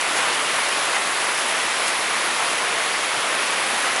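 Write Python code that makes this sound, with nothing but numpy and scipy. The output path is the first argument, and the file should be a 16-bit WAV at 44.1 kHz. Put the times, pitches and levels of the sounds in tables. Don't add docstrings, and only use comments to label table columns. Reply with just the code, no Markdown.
import sys
import numpy as np
from scipy import signal
from scipy.fft import rfft, irfft, next_fast_len
from scipy.io import wavfile
from scipy.ndimage import uniform_filter1d, map_coordinates

SR = 44100
rng = np.random.default_rng(int(sys.argv[2]) if len(sys.argv) > 2 else 0)


def put_to_file(sound):
    columns = np.atleast_2d(sound).T
    safe = np.clip(columns, -1, 1)
    whole_steps = np.round(safe * 32767)
    wavfile.write(sys.argv[1], SR, whole_steps.astype(np.int16))


N = 176400
TOP_HZ = 11010

# frequency in Hz, relative gain in dB.
SURF_EQ_DB = [(20, -36), (50, -33), (68, -33), (78, -2), (92, -11), (130, -3.5), (250, 5.5), (600, -3.5),
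              (2000, -40)]
SPRAY_EQ_DB = [(300, -41), (1500, -28), (3500, 0), (5000, -1.5), (6700, -4.5), (8500, -3.5), (11000, -2.5)]
TICK_EQ_DB = [(40, -50), (200, -35), (900, -12), (2000, -6), (6500, -0.5), (8500, -0.5), (11000, -12)]
WASH_EQ_DB = [(25, -53), (60, -45), (95, -24), (230, -16), (320, -9), (540, -4), (740, -2.5), (880, -2.1),
              (1080, 0), (1580, -2.5), (1900, -1), (2400, -2.5), (3200, -6), (4500, -15.5), (7000, -21),
              (11000, -32)]
# time in seconds, base level in dB.
SAND_LEVEL_DB = [(0, -29), (.8, -28), (1.15, -29), (1.55, -28.5), (2.1, -29), (2.45, -28.5), (2.65, -29.5),
                 (3.6, -29.5), (3.82, -28), (4, -30)]
ROOF_LEVEL_DB = [(0, -23.5), (.3, -22.5), (.52, -23), (.9, -23.5), (1.12, -24), (1.25, -23), (1.45, -23.5),
                 (2.1, -23.5), (2.45, -23.5), (2.58, -24), (2.72, -23), (3, -24), (3.42, -23), (3.75, -24),
                 (4, -22.5)]
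# start in seconds, length in seconds, peak level in dB.
EAVE_SPILLS = [(.148, .061, -30.5), (1.35, .08, -33), (1.462, .06, -35), (1.858, .055, -28),
               (2.49, .055, -30.5)]
# start in seconds, level in dB before EQ.
TICKS = [(.0125, -7), (.166, -18), (.842, -20), (1.078, -13), (1.134, -23), (1.349, -19), (1.508, -16),
         (1.570, -13), (1.618, -16), (1.870, -19), (2.532, -15), (3.656, -17), (3.963, -12)]
# centre in seconds, length in seconds, peak level in dB.
SHEETS = [(.192, 0.045, -27), (0.28, 0.07, -28), (.592, 0.052, -28), (0.86, .04, -35), (.96, 0.08, -23.5),
          (1.3, .06, -27), (2.275, .05, -27), (2.407, 0.082, -27.5), (3.636, .04, -28), (3.865, .11, -26)]


def amp(db):
    return 10 ** (np.asarray(db) / 20)


def unit(x):
    return x / np.sqrt(np.mean(x ** 2) + 1e-20)


def decay(age, t60):
    return np.exp(-np.log(1000) * age / t60)


def curve(rows):
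    return np.interp(np.arange(N) / SR, *np.transpose(rows))


def wobble(knots_per_s):
    return map_coordinates(rng.standard_normal(2048), [np.arange(N) * knots_per_s / SR + 2], mode="wrap")


def filtered(x, gain_at_hz):
    size = next_fast_len(N + 8192)
    return irfft(rfft(x, size) * gain_at_hz(np.fft.rfftfreq(size, 1 / SR)), size)[:N]


def eq(x, points):
    point_hz, point_db = np.transpose(points)
    return filtered(x, lambda hz: amp(np.interp(np.log(hz + 1), np.log(point_hz + 1), point_db)))


def rush(spectrum, patchy_db):
    bins = signal.stft(rng.standard_normal(N), nperseg=512)[2]
    patches = uniform_filter1d(rng.standard_normal(bins.shape), size=9, axis=0)
    patches = unit(uniform_filter1d(patches, size=10, axis=1))
    noise = signal.istft(bins * amp(patchy_db * patches), nperseg=512)[1][:N]
    return unit(eq(noise, spectrum))


def drops(per_s, pitch_hz, spread_oct, t60_cycles, scatter_db):
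    count = int(per_s * N / SR)
    starts = rng.integers(0, N, count)
    pitch, size, life = np.clip(rng.standard_normal((count, 3)), -2.2, 2.2).T[:, :, None]
    hz = np.clip(pitch_hz * 2 ** (spread_oct * pitch), 100, TOP_HZ)
    offsets = np.arange(SR // 80)
    cycles = hz * offsets / SR
    rings = amp(scatter_db * size) * np.sin(2 * np.pi * cycles) * decay(cycles, t60_cycles * 2 ** (life / 2))
    return unit(np.bincount((starts[:, None] + offsets).ravel(), rings.ravel(), N)[:N])


def surf():
    level_db = -49 + 0.74 * wobble(knots_per_s=2.06)
    return amp(level_db) * rush(SURF_EQ_DB, patchy_db=2)


def wet_sand(spray_db=2, spatter_db=-8):
    clumps = wobble(knots_per_s=30)
    spray = rush(SPRAY_EQ_DB, patchy_db=1.0) * amp(0.2 * clumps)
    spatter = drops(per_s=2200, pitch_hz=6640, spread_oct=0.5, t60_cycles=4.2, scatter_db=5.5)
    spatter = unit(eq(spatter, [(100, -47), (1000, -7), (3000, -7)]) * amp(0.64 * clumps))
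    return amp(curve(SAND_LEVEL_DB)) * (amp(spray_db) * spray + amp(spatter_db) * spatter)


def thud(start_s=3.164, pitch_hz=125, gain_db=-30.5, attack_s=0.012, t60_s=0.085):
    age_s = np.maximum(np.arange(N) / SR - start_s, 0)
    attack = 1 - np.exp(-(age_s / attack_s) ** 2)
    return amp(gain_db) * attack * decay(age_s, t60_s) * np.sin(2 * np.pi * pitch_hz * age_s)


def eave_spills():
    t = np.arange(N) / SR
    swell = sum(amp(db) * np.sin(np.pi * np.clip((t - start_s) / length_s, 0, 1))
                for start_s, length_s, db in EAVE_SPILLS)
    splatter = drops(per_s=2200, pitch_hz=8000, spread_oct=0.35, t60_cycles=5, scatter_db=3.5)
    return swell * unit(eq(splatter, [(100, -40), (2000, -6), (7000, -4)]))


def near_drops(t60_s=0.0041):
    t = np.arange(SR // 40) / SR
    ticks = np.zeros(N + SR)
    for start_s, db in TICKS:
        ticks[round(start_s * SR):][:len(t)] += amp(db) * rng.standard_normal(len(t)) * decay(t, t60_s)
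    return eq(ticks[:N], TICK_EQ_DB)


def rain_sheets():
    t = np.arange(N) / SR
    swell = sum(amp(db) * np.cos(np.pi * np.clip((t - centre_s) / length_s, -0.5, 0.5))
                for centre_s, length_s, db in SHEETS)
    splatter = drops(per_s=1800, pitch_hz=1760, spread_oct=0.52, t60_cycles=10.5, scatter_db=2)
    return swell * unit(eq(splatter, [(60, -35), (300, -16), (800, 3)]))


def roof_and_leaves(patter_db=-9):
    wash = rush(WASH_EQ_DB, patchy_db=0.5)
    patter = drops(per_s=2000, pitch_hz=1634, spread_oct=0.642, t60_cycles=10.8, scatter_db=3.5)
    patter = unit(eq(patter, [(30, -38), (200, -6.5), (600, -2)]))
    level_db = curve(ROOF_LEVEL_DB) + 0.28 * wobble(knots_per_s=14)
    return amp(level_db) * (wash + amp(patter_db) * patter)


def scene():
    rain = roof_and_leaves() + rain_sheets() + wet_sand() + near_drops() + eave_spills() + thud()
    return (rain + surf())[None]


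def record(dry):
    peak_db, peak_hz, half_width_hz = 6, 10730, 480
    sampling_hz, image_top_hz = 24000, 13600
    image_db, fall_db_per_hz = -20.5, 0.02
    treble_peak = lambda hz: amp(peak_db / (1 + ((hz - peak_hz) / half_width_hz) ** 2))
    sound = filtered(dry[0], lambda hz: treble_peak(hz) * (hz < TOP_HZ))
    band_edge = filtered(sound, lambda hz: amp(image_db - fall_db_per_hz * abs(TOP_HZ - hz)))
    image = 2 * band_edge * np.cos(2 * np.pi * sampling_hz * np.arange(N) / SR)
    return filtered(sound + image, lambda hz: hz < image_top_hz)[None]


dry = scene()
out = record(dry)
put_to_file(out)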